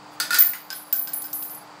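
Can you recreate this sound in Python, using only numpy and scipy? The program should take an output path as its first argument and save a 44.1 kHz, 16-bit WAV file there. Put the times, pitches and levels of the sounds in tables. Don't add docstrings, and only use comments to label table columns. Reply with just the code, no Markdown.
import sys
import numpy as np
from scipy import signal
from scipy.fft import rfft, irfft, next_fast_len
from scipy.io import wavfile
from scipy.ndimage import map_coordinates

SR = 44100
rng = np.random.default_rng(int(sys.argv[2]) if len(sys.argv) > 2 else 0)


def digitize_waveform(pressure):
    field = np.atleast_2d(pressure).T
    bounded = np.clip(field, -1, 1)
    quanta = np.round(bounded * 32767).astype(np.int16)
    wavfile.write(sys.argv[1], SR, quanta)


N = 79380

# frequency in Hz, T60 (time to decay by 60 dB) in seconds.
ROOM_DECAY = [(200, 0.32), (1500, 0.41), (5000, 0.38), (14000, 0.25)]
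# frequency in Hz, level in dB before the swell.
HUM_PARTIALS = [(84, -78), (125, -70), (167, -70.5), (195, -67), (300.5, -56), (452, -68), (815, -62.5)]
# time in seconds, gain in dB.
HUM_SWELL = [(0, 1.5), (.3, 3.5), (.55, -3.5), (.85, -4), (1.1, -0.5), (1.4, 3.5), (1.8, -1.5)]
WHIRR_ENVELOPE = [(0, -46), (.3, -43.5), (.62, -49.5), (.9, -45.5), (1.2, -46.5), (1.5, -47), (1.8, -45)]
# frequency in Hz, relative level in dB.
WHIRR_SPECTRUM = [(25, -42.5), (55, -28.5), (90, -18.5), (160, -3), (220, -8), (350, -10), (550, -4.5),
                  (850, 1.5), (1150, -1), (1700, -9), (3200, -17.5), (4200, -16), (4800, -13), (5600, -22),
                  (8000, -22.5), (11000, -36.5), (15000, -35.5)]
SLIDE_SPECTRUM = [(50, -50), (3000, -14), (5000, -6), (12500, 3), (15500, -10)]
CHUTE_SPECTRUM = [(50, -40), (150, -20.5), (450, -9), (900, -8), (1400, 5), (2800, -1.5), (4500, 6),
                  (6000, 0.5), (10500, -0.5), (14500, 0.5), (15600, -5)]
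ARM_SPECTRUM = [(50, -42), (200, -25), (1100, 1), (2100, 4), (3200, -7), (4500, -3), (7000, -11.5),
                (15000, -10)]
DISH_SPECTRUM = [(50, -43), (300, -16), (800, -5.5), (1500, -2.5), (2400, 1), (3300, 3.5), (5100, 5),
                 (6500, -4), (15000, -27)]
TICK_SPECTRUM = [(50, -51), (200, -21), (1000, -12.5), (2000, -11.5), (3500, -6.5), (5500, -1), (8000, 3),
                 (11000, -7.5), (14500, -8), (15700, -17)]
# frequency in Hz, relative level in dB, T60 in seconds.
CHUTE_LOW_MODES = [(1406, 3, 0.11), (1448, -7.5, .44), (1790, -11.5, 0.42), (2546, -18, 0.39)]
CHUTE_HIGH_MODES = [(3545, -11, 0.23), (4495, -7, 0.37), (4590, -5.5, 0.17), (4970, -6.5, 0.42),
                    (6150, -26, .2), (6300, -11, 0.19), (7990, -8.5, 0.15), (10610, -13.5, 0.39),
                    (13100, -16, .25)]
ARM_MODES = [(1790, -9, 0.15), (2020, 0.5, 0.13), (2950, -11, 0.27), (6750, -9, 0.33), (9150, -4.5, 0.194)]
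DISH_MODES = [(1541, -2.5, 0.24), (5065, -2, .15)]
DISH_PING = [(5124, 6.5, 0.024)]
# frequency in Hz, T60 in seconds before a contact's decay factor.
CASE_MODES = [(10105, 0.71), (13130, 0.55), (14322, 0.56)]
# start in seconds, gains in dB of low modes, high modes and transient.
CHUTE_IMPACTS = [(0.2007, -26, -24.5, -17), (0.3064, -19.5, -29.5, -20.5), (0.3259, -43, -30.5, -22.5),
                 (0.3311, -24, -29, -22), (0.3444, -26, -30.5, -14), (0.3490, -28.5, -40, -24),
                 (0.359, -32, -31, -24.5)]
# start in seconds, gains in dB of modes and transient.
ARM_IMPACTS = [(0.4075, -32, -29), (0.5350, -39, -30)]
# start in seconds, gains in dB of tick, dish and the case's low, middle
DISH_IMPACTS = [ (0.386, -12.5, -48, -26.5, -19, -8, 0.62, 200),
                (0.7035, -24.5, -33, -46, -48, -40, 0.96, 69.8),
                (0.7280, -36, -39.5, -40, -37.5, -49, 0.76, 50.6),
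                (0.9270, -19, -39.5, -45, -54, -16, 0.66, 84.6),
                (0.9630, -34, -43.5, -34.5, -35, -43, 0.56, 45.5), (1.0741, -26, -40, -46, -54, -36, 1, 51),
                (1.1335, -29.5, -52, -30, -31.5, -25.5, 0.69, 44.7),
                (1.2212, -31.5, -64, -61, -56, -34, 0.62, 35.7),
                (1.2421, -33, -46.5, -44.5, -53, -42, 0.5, 35.4),
                (1.2829, -41.5, -50, -62, -54, -55, 0.42, 35.6),
                (1.3308, -24, -60, -35.5, -27.5, -30, 0.98, 39.9),
                (1.4260, -28, -56, -45.5, -41, -33, 0.65, 35),
                (1.4967, -34.5, -57, -41.5, -38, -52, 0.42, 30.7),
                (1.5483, -38.5, -66, -39, -43, -60, 0.36, 29.3)]
# start in seconds, tick gain in dB.
RIM_CHATTER = [(0.3866, -5), (0.3876, -14), (0.3890, -16.5)]


def amp(db):
    return 10 ** (np.asarray(db) / 20)


def unit_rms(x):
    return x / np.sqrt(np.mean(np.abs(x) ** 2) + 1e-20)


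def seconds():
    return np.arange(N) / SR


def along(points, hz):
    knot_hz, values = np.transpose(points)
    return np.interp(np.log(hz + 1), np.log(knot_hz + 1), values)


def wobble(rate):
    t = seconds()
    coarse = t[::16]
    curve = map_coordinates(rng.standard_normal(2048), [coarse * rate], mode="wrap")
    return np.interp(t, coarse, curve)


def phasor(rate):
    return wobble(rate) + 1j * wobble(rate)


def coloured(x, spectrum):
    size = next_fast_len(2 * N)
    gain = unit_rms(amp(along(spectrum, np.fft.rfftfreq(size, 1 / SR))))
    cepstrum = irfft(np.log(gain), size)
    cepstrum[1:size // 2] *= 2
    cepstrum[size // 2 + 1:] = 0
    return irfft(rfft(x, size) * np.exp(rfft(cepstrum)), size)[:N]


def add(track, start_s, sound):
    start = round(start_s * SR)
    track[start:] += sound[:N - start]


def ring(modes, flutter, depth, attack_s):
    t, out = seconds(), np.zeros(N)
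    for hz, db, t60 in modes:
        decay = amp(-60 * t / t60) * (1 - np.exp(-t / attack_s))
        modulation = phasor(flutter) + 0.4 * phasor(flutter * 3.2)
        envelope = decay * (1 + depth * modulation)
        envelope *= np.linalg.norm(decay) / np.linalg.norm(envelope)
        out += amp(db) * np.sqrt(2) * np.imag(envelope * np.exp(2j * np.pi * hz * t))
    return out


def room_tail():
    hz, t, bands = signal.stft(rng.standard_normal(N), SR, nperseg=256)
    decay = amp(-60 * t / along(ROOM_DECAY, hz)[:, None])
    tail = signal.istft(bands * decay, SR, nperseg=256)[1][:N]
    return tail / np.linalg.norm(tail)


def transient(spectrum, t60, room_db):
    decay = amp(-60 * seconds() / t60)
    strength = np.linalg.norm(decay)
    burst = rng.standard_normal(N) * decay
    burst *= strength / np.linalg.norm(burst)
    burst[0] = strength * 0.55 * np.exp(-t60 / 0.02)
    return coloured(burst + amp(room_db) * strength * room_tail(), spectrum)


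def motor():
    t, hum = seconds(), np.zeros(N)
    for hz, db in HUM_PARTIALS:
        peak = np.sqrt(2) * amp(db + 1.24 * wobble(6.2))
        jitter_s = 0.00025 * wobble(4.83)
        hum += peak * np.sin(2 * np.pi * hz * (t + jitter_s))
    hum *= amp(np.interp(t, *np.transpose(HUM_SWELL)))
    whirr = unit_rms(coloured(rng.standard_normal(N), WHIRR_SPECTRUM))
    whine = unit_rms(np.real(phasor(190) * np.exp(2j * np.pi * 4680 * t)))
    whirr_db = np.interp(t, *np.transpose(WHIRR_ENVELOPE)) + 0.86 * wobble(13.9)
    return hum + amp(-63.5) * whine + amp(whirr_db) * whirr


def slide(peak_s=0.14, width_s=0.025, peak_db=-58):
    swell = np.exp(-((seconds() - peak_s) / width_s) ** 2)
    hiss = unit_rms(coloured(rng.standard_normal(N), SLIDE_SPECTRUM))
    return amp(peak_db) * swell * hiss


def feed_arm():
    out = np.zeros(N)
    for start_s, ring_db, knock_db in ARM_IMPACTS:
        ringing = amp(ring_db) * ring(ARM_MODES, flutter=66, depth=0.65, attack_s=0.0011)
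        knock = amp(knock_db) * transient(ARM_SPECTRUM, t60=0.023, room_db=3.5)
        add(out, start_s, ringing + knock)
    return out


def chute():
    out = np.zeros(N)
    for start_s, low_db, high_db, crack_db in CHUTE_IMPACTS:
        low = amp(low_db) * ring(CHUTE_LOW_MODES, flutter=91, depth=0.92, attack_s=0.0019)
        high = amp(high_db) * ring(CHUTE_HIGH_MODES, flutter=67.7, depth=0.72, attack_s=0.0008)
        crack = amp(crack_db) * transient(CHUTE_SPECTRUM, t60=0.019, room_db=4)
        add(out, start_s, low + high + crack)
    return out


def case_in_dish(rest_s=1.58, damping_db_per_s=107):
    out = np.zeros(N)
    for start_s, tick_db, dish_db, *mode_dbs, decay_factor, flutter in DISH_IMPACTS:
        modes = [(hz, db, t60 * decay_factor) for (hz, t60), db in zip(CASE_MODES, mode_dbs)]
        brass = ring(modes, flutter, depth=0.88, attack_s=0.0017)
        dish = ring(DISH_MODES, flutter=164, depth=1.16, attack_s=0.00044)
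        dish += ring(DISH_PING, flutter=180, depth=0.3, attack_s=0.00031)
        dish += amp(-0.5) * transient(DISH_SPECTRUM, t60=0.014, room_db=7)
        tick = transient(TICK_SPECTRUM, t60=0.0057, room_db=-2.5)
        add(out, start_s, brass + amp(dish_db) * dish + amp(tick_db) * tick)
    for start_s, tick_db in RIM_CHATTER:
        add(out, start_s, amp(tick_db) * transient(TICK_SPECTRUM, t60=0.0016, room_db=-6.5))
    return out * amp(-damping_db_per_s * np.maximum(seconds() - rest_s, 0))


def scene():
    return (slide() + chute() + case_in_dish() + feed_arm() + motor())[None]


def record(dry):
    size, cutoff_hz = next_fast_len(2 * N), 15700
    passband = np.fft.rfftfreq(size, 1 / SR) < cutoff_hz
    return irfft(rfft(dry, size) * passband, size)[..., :N]


dry = scene()
out = record(dry)
digitize_waveform(out)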